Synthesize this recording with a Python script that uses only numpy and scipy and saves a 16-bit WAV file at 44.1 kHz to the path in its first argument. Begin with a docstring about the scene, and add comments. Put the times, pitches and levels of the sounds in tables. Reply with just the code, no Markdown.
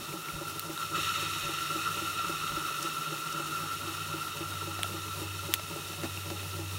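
"""A model traction engine ticks over on a garden table, close to a mono microphone.
Throughout: noise puffs in chimney resonances, a struck-mode knock per turn, rubbed frame, hiss, sizzle.
From the start: a swelling sine drone, soft low bumps and spits of hot water (snap, fizz, short rings).
0.77 s: the steam valve lifts briefly; 0.93 s: again, and the resonant noise jet slowly eases.
From 2.2 s: loose gear rattles as filtered clicks; from 2.8 s: three short spurts of wet steam."""
import sys
import numpy as np
from scipy import signal
from scipy.fft import rfft, irfft
from scipy.io import wavfile

SR = 44100
rng = np.random.default_rng(int(sys.argv[2]) if len(sys.argv) > 2 else 0)


def dump_mix(stems):
    """Bounce the given channels to the path in sys.argv[1] as a 16-bit WAV at rate SR."""
    frames = np.atleast_2d(stems).T  # one column per channel
    limited = np.clip(frames, -1, 1)  # hard clip at full scale
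    pcm = np.round(limited * 32767).astype(np.int16)
    wavfile.write(sys.argv[1], SR, pcm)


N = 298998
TIME_S = np.arange(N) / SR
FREQ_HZ = np.fft.rfftfreq(N, 1 / SR)
BURST_N = SR // 5  # samples in a short sound

# crank, near 3.7 turns/s with two brief spurts of speed; knocks at whole turns: t/s, angle/turns
CRANK = [(0, .49), (.414, 2), (.98, 4), (1.229, 5), (2.022, 8), (3.398, 13), (3.874, 15), (4.943, 19),
         (6.037, 23), (6.78, 25.67)]
# exhaust puffs in each turn: place after knock/turns, width/turns, relative level/dB
PUFFS = [(0.15, 0.071, -9), (0.55, 0.039, -6), (0.88, 0.058, -4), (0.013, 0.022, -6.5)]
# chimney air column: f/Hz, width/Hz, relative level/dB
CHIMNEY = [(153.1, 9.2, 4), (175.6, 19, -9), (196, 21, -25.5)]
# knock modes: nominal f/Hz, t60/s, relative level/dB
KNOCK_MODES = [(322.8, 0.13, -2.5), (376, 0.02, 1.5), (422, 0.04, -22), (552, 0.097, -13.5)]
# sliding of crosshead and valve gear: place after knock/turns, width/turns, relative level/dB
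SLIDES = [(.09, 0.13, -1.5), (.4, 0.052, -5.5), (0.521, 0.029, 1), (0.821, 0.033, 3.5), (.94, 0.041, -9)]
# frame and boiler shell: f/Hz, width/Hz, relative level/dB
FRAME = [(251, 16, -2.5), (323, 21, 7), (362, 47, 1), (429.3, 17.4, 2.5), (578, 25, -7.5), (710, 210, -13),
         (931, 49, -3), (974, 75, -5), (1140, 390, -11)]
# rods singing on every turn: place after knock/turns, width/turns, f/Hz, level/dB
SINGS = [(0.887, 0.086, 574, -55), (0.035, 0.029, 574, -53.5), (0.079, 0.077, 824, -56.5)]
# loose gear: t/s, blow level before colouring/dB
RATTLES = [(2.194, -5), (2.705, -7), (4.539, -3), (4.792, 0.5), (4.843, -1), (5.596, 2.5), (5.936, -4),
           (6.035, 0), (6.045, -1), (6.051, 1), (6.058, -2), (6.303, 3.5), (6.431, -2.5)]
# rattle spectrum: f/Hz, relative density level/dB
RATTLE_COLOUR = [(90, -13), (200, -4.5), (420, -16), (560, -4.5), (720, 1), (900, -10.5), (1300, -6),
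                 (2500, -16), (6000, -19), (14000, -45)]
# valve lifts: t/s, rush rise/dB, attack/s, release time constant/s
LIFTS = [(0.77, 9.5, 0.037, 0.12), (0.93, 11, 0.038, 2.78)]
# jet's hollow tone, also drives the chimney hum: t/s, level before trim/dB
TONE_LEVEL = [(0.0, -45.5), (0.47, -42), (0.75, -46.5), (0.81, -37), (0.92, -45.5), (0.96, -29.5),
              (1.02, -41), (1.09, -32), (1.17, -39), (1.85, -36), (1.87, -28), (1.93, -35.5), (3.12, -39),
              (3.7, -36.5), (3.78, -47), (3.83, -39), (6.7, -49), (6.78, -45)]
# hollow tone in the chimney mouth: f/Hz, width/Hz, relative level/dB
JET_TONE = [(1153, 57, -23), (1246, 140, -8.5), (1329, 34, -1.5), (1357.5, 41, 0.5), (1410, 46, -8.5)]
# higher jet resonances: f/Hz, width/Hz, relative level/dB
JET_MODES = [(1750, 84, -12), (1924, 264, -6.5), (2530, 11, 3.5), (2655, 118, 3), (2864, 335, -2.5),
             (3170, 450, -11), (3585, 130, -6.5), (3767, 176, 0.5), (4350, 190, -8), (5450, 270, -9.5),
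             (6700, 1400, -17.5)]
# sizzle at glands and drain cocks: f/Hz, width/Hz, relative level/dB
SIZZLE = [(4230, 300, 2.5), (5470, 240, 5), (5850, 180, 3.5), (6430, 220, 3.5), (7060, 410, 3),
          (8130, 290, 2), (8530, 490, -1), (9600, 810, -2), (11000, 420, 2), (11970, 580, -0.5),
          (13200, 700, -5), (15300, 700, -5.5)]
# steam leak and garden air: f/Hz, relative density level/dB
HISS = [(25, -34), (60, 3), (110, 6.5), (230, 4), (400, 9), (520, 1), (700, 1), (1050, 0.5), (1650, -3),
        (4800, -0.5), (7700, -5), (9000, -1.5), (14000, -4.5), (15500, -2)]
# hot-water spits: t/s, level before high-pass/dB, low ring f/Hz, high ring f/Hz,
# high ring relative level/dB, snap relative level/dB, ring t60/s
SPITS = [(0.126, -32, 2500, 2900, -8, -30, .008), (0.2863, -27.5, 2270, 2600, -15, -22, .009),
         (0.5954, -27.5, 4470, 11800, 3, 13, 0.007), (0.7768, -24.5, 1360, 3750, -1, 1, 0.009),
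         (4.8327, -9.5, 3230, 9000, -5, -19, 0.0029), (5.539, -8.5, 3500, 5950, -5, 9, 0.0034),
         (6.174, -30, 2690, 2850, -18, -17, 0.025)]
# wet-steam spurts: t/s, peak level/dB, f/Hz, bell width (sigma)/s
SPURTS = [(2.829, -34, 6200, 0.0027), (2.845, -45, 6260, .014), (3.327, -42, 6200, 0.0043)]
# drone: t/s, level before trim/dB
DRONE_LEVEL = [(0.0, -67), (0.19, -74), (0.55, -52), (0.79, -62), (0.87, -52), (1.34, -49.5), (1.6, -61),
               (1.91, -49.5), (3.25, -70), (3.63, -52), (4.12, -48), (4.27, -57), (4.49, -45),
               (5.38, -42.5), (5.91, -54), (6.14, -43.5), (6.78, -39)]
# low bumps on the microphone: t/s, peak level/dB, f/Hz, bell width (sigma)/s
BUMPS = [(0.018, -44, 178, .014), (0.347, -43, 140, 0.011), (.36, -46, 60, 0.019), (1.054, -51, 60, .02),
         (1.457, -50, 55, .018), (2.54, -48, 58, 0.034), (6.047, -39.5, 190, 0.014)]

# the pull holds the bearing tight: softer knock per turn/s above idle
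IDLE_TURNS_PER_S, KNOCK_DB, KNOCK_SOFTEN_DB_PER_TURN_PER_S = 3.8, -29.5, 17
RUSH_SHUT_DB, HISS_DB = -47.5, -45
DRONE_START_HZ, DRONE_SAG_HZ_PER_S = 99.7, 0.58
TOP_HZ = 15700


def undb(db):
    """Decibels to gain."""
    return 10 ** (np.asarray(db) / 20)


def unit(x):
    """Scale to rms 1."""
    return x / np.sqrt(np.mean(x ** 2))


def noise():
    """White noise, full length."""
    return rng.standard_normal(N)


def curves(table):
    """Table columns interpolated linearly in time."""
    t_s, *columns = np.transpose(table)
    return [np.interp(TIME_S, t_s, column) for column in columns]


def walk(rate_hz):
    """Random levels joined by lines, rms 1."""
    points = rng.standard_normal(2048)
    return unit(np.interp(TIME_S * rate_hz, np.arange(len(points)), points))


def colour(x, points):
    """Minimum-phase filter with a (Hz, dB) outline, made by folding the cepstrum."""
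    hz, db = np.transpose(points)
    outline_db = np.interp(np.log(FREQ_HZ + 1), np.log(hz), db)
    cepstrum = irfft(np.log(undb(outline_db)), N)
    cepstrum[1:N // 2] *= 2
    cepstrum[N // 2 + 1:] = 0
    return irfft(rfft(x) * np.exp(rfft(cepstrum)), N)


def resonate(x, modes, steep):
    """Zero-phase (Hz, width Hz, dB) resonances; steep sets how fast the skirts fall."""
    power = 0
    for hz, width_hz, db in modes:
        detune = (FREQ_HZ ** 2 - hz ** 2) / (width_hz * (FREQ_HZ + 1))
        power = power + undb(db) ** 2 / (1 + detune ** 2 / steep) ** steep
    return irfft(rfft(x) * np.sqrt(power), N)


def even_out(x, softness):
    """Divide a narrow band by its envelope for near-steady strength; rms 1."""
    envelope = np.abs(signal.hilbert(unit(x)))
    return unit(x / (envelope + softness))


def fade(t60_s):
    """Exponential decay over a fifth of a second."""
    return np.exp(-np.log(1000) * TIME_S[:BURST_N] / t60_s)


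def ring(hz, t60_s):
    """One struck mode: a decaying sine."""
    return fade(t60_s) * np.sin(2 * np.pi * hz * TIME_S[:BURST_N])


def add(out, t_s, sound):
    """Mix a short sound in at t_s."""
    start = max(int(t_s * SR), 0)
    out[start:start + len(sound)] += sound[:max(N - start, 0)]


def strokes(angle, table, rest_db):
    """Gain bells at fixed crank angles on every turn, over a resting gain."""
    gain = undb(rest_db)
    for place, width, db in table:
        offset = (angle - place + 0.5) % 1 - 0.5
        gain = gain + undb(db) * np.exp(-0.5 * (offset / width) ** 2)
    return gain


def swells(table):
    """Brief bell-shaped swells of band noise, each around its own pitch."""
    out = np.zeros(N)
    for t_s, db, hz, sigma_s in table:
        bell = np.exp(-0.5 * ((TIME_S - t_s) / sigma_s) ** 2)
        band = resonate(noise(), [(hz, hz / 2, 0)], steep=1.5)
        out += undb(db) * bell * even_out(band, softness=0.87)
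    return out


def crank_angle():
    """Turns of the crank, whole at each knock."""
    return curves(CRANK)[0]


def exhaust(angle, puff_db=-41, draught_db=-17.5):
    """Spent steam puffs sound the chimney's air column; the jet's draught keeps it humming between."""
    jet_db, = curves(TONE_LEVEL)
    air = even_out(resonate(noise(), CHIMNEY, steep=2.1), softness=0.32)
    puffs = undb(puff_db) * air * strokes(angle, PUFFS, rest_db=-24.5)
    hum = even_out(resonate(noise(), CHIMNEY[:1], steep=3.0), softness=0.68)
    return puffs + hum * undb(jet_db + draught_db)


def knocks(angle, lead_s=0.002, scatter_db=0.6, scatter_ratio=0.0098):
    """Big-end play is taken up once a turn with an oil-softened blow; quick turns knock more softly."""
    out = np.zeros(N)
    times_s = TIME_S[1:][np.diff(np.floor(angle)) > 0]
    turns_per_s = 1 / np.diff(times_s, prepend=-np.inf)
    excess = np.maximum(turns_per_s - IDLE_TURNS_PER_S, 0)
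    levels_db = KNOCK_DB - KNOCK_SOFTEN_DB_PER_TURN_PER_S * excess
    for t_s, db in zip(times_s, levels_db):
        for k, (hz, t60_s, mode_db) in enumerate(KNOCK_MODES):
            level_chance, pitch_chance = rng.standard_normal(2)
            # alternate signs: the knock takes a cycle to build
            size = (-1) ** k * undb(db + mode_db + scatter_db * level_chance)
            add(out, t_s - lead_s, size * ring(hz * (1 + scatter_ratio * pitch_chance), t60_s))
    return out


def motion(angle, rub_db=-50.5):
    """Sliding rods and meshing gears rub the frame into sound; rods sing at their own crank angles."""
    rub = noise() * strokes(angle, SLIDES, rest_db=-13)
    out = undb(rub_db) * unit(resonate(rub, FRAME, steep=2.4))
    for place, width, hz, db in SINGS:
        note = even_out(resonate(noise(), [(hz, 18, 0)], steep=2.3), softness=0.96)
        out += undb(db) * note * strokes(angle, [(place, width, 0)], rest_db=-12)
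    return out


def rattles(t60_s=0.027, chatter_db=-21):
    """Dull clacks of loose gear: one blow and a short noise chatter, coloured."""
    out = np.zeros(N)
    for t_s, db in RATTLES:
        clack = undb(chatter_db) * rng.standard_normal(BURST_N) * fade(t60_s)
        clack[0] += 1
        add(out, t_s, undb(db) * clack)
    return colour(out, RATTLE_COLOUR)


def valve():
    """Rush rise in dB: quick attack at each lift, exponential release as the pressure falls."""
    rise_db = np.zeros(N)
    for t_s, db, attack_s, release_s in LIFTS:
        since_s = TIME_S - t_s
        attack = np.clip(since_s / attack_s, 0, 1)
        rise_db += db * attack * np.exp(-np.maximum(since_s, 0) / release_s)
    return rise_db


def steam(tone_trim_db=0.1, sizzle_db=-48):
    """A wet jet flutters in the chimney's resonances; glands sizzle along with it, over a smooth leak."""
    swell_db, = curves(TONE_LEVEL)
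    rush_db = RUSH_SHUT_DB + valve()
    flutter_db = 0.59 * walk(40)  # shared by tone and rush
    tone_db = tone_trim_db + swell_db + flutter_db + 1.16 * walk(25)
    tone = unit(resonate(noise(), JET_TONE, steep=1.94)) * undb(tone_db)
    rush_gain = undb(rush_db + flutter_db + 1.24 * walk(300))
    rush = unit(resonate(noise(), JET_MODES, steep=1.56)) * rush_gain
    follow_db = 0.58 * (rush_db - rush_db.mean())
    sizzle_gain = undb(sizzle_db + follow_db + 0.93 * walk(60))
    sizzle = unit(resonate(noise(), SIZZLE, steep=1.6)) * sizzle_gain
    leak = unit(colour(noise(), HISS)) * undb(HISS_DB + 1.3 * walk(30))
    return tone + rush + sizzle + leak


def spits(fizz_db=-21, fizz_t60_s=0.032):
    """Drops burst on hot metal: a snap, a brief fizz and two very short rings."""
    out = np.zeros(N)
    for t_s, db, low_hz, high_hz, high_db, snap_db, t60_s in SPITS:
        snap = undb(fizz_db) * rng.standard_normal(BURST_N) * fade(fizz_t60_s)
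        snap[1] += 1
        snap[3] -= 0.6
        rings = ring(low_hz, t60_s) + undb(high_db) * ring(high_hz, t60_s)
        add(out, t_s, undb(db) * (rings + undb(snap_db) * snap))
    # a drop is too small to radiate bass
    high_pass = signal.butter(4, 1100, "high", fs=SR, output="sos")
    return signal.sosfilt(high_pass, out)


def spurts():
    """Wet steam escapes in short bursts of high band noise."""
    return swells(SPURTS)


def drone(hum_trim_db=0.1, under_hz=78, under_db=-65):
    """Low hum, as of a distant motor, swelling and sagging in pitch; a fainter wavering tone under it."""
    db, = curves(DRONE_LEVEL)
    hum_hz = DRONE_START_HZ - DRONE_SAG_HZ_PER_S * TIME_S + 0.27 * walk(5.7)
    hum_gain = undb(hum_trim_db + db + 0.91 * walk(7))
    hum = hum_gain * np.sin(2 * np.pi * np.cumsum(hum_hz) / SR)
    # lower tone follows the hum's swell by half, in dB
    waver_db = 0.5 * (db - db.mean()) + 2.5 * walk(5)
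    under_phase = 2 * np.pi * np.cumsum(under_hz + 2.23 * walk(4)) / SR
    under = undb(under_db + waver_db) * np.sin(under_phase)
    return np.sqrt(2) * (hum + under)  # levels are rms


def bumps():
    """Soft bumps on the microphone: short swells of low band noise."""
    return swells(BUMPS)


def scene():
    """All sources in the open air, the same on both channels."""
    angle = crank_angle()
    engine = exhaust(angle) + knocks(angle) + motion(angle) + rattles()
    mono = engine + steam() + spits() + spurts() + drone() + bumps()
    return np.array([mono, mono])


def record(dry):
    """The recorder cuts the top steeply: elliptic low-pass."""
    low_pass = signal.ellip(10, 0.1, 80, TOP_HZ, fs=SR, output="sos")
    return signal.sosfilt(low_pass, dry)


dry = scene()
out = record(dry)
dump_mix(out)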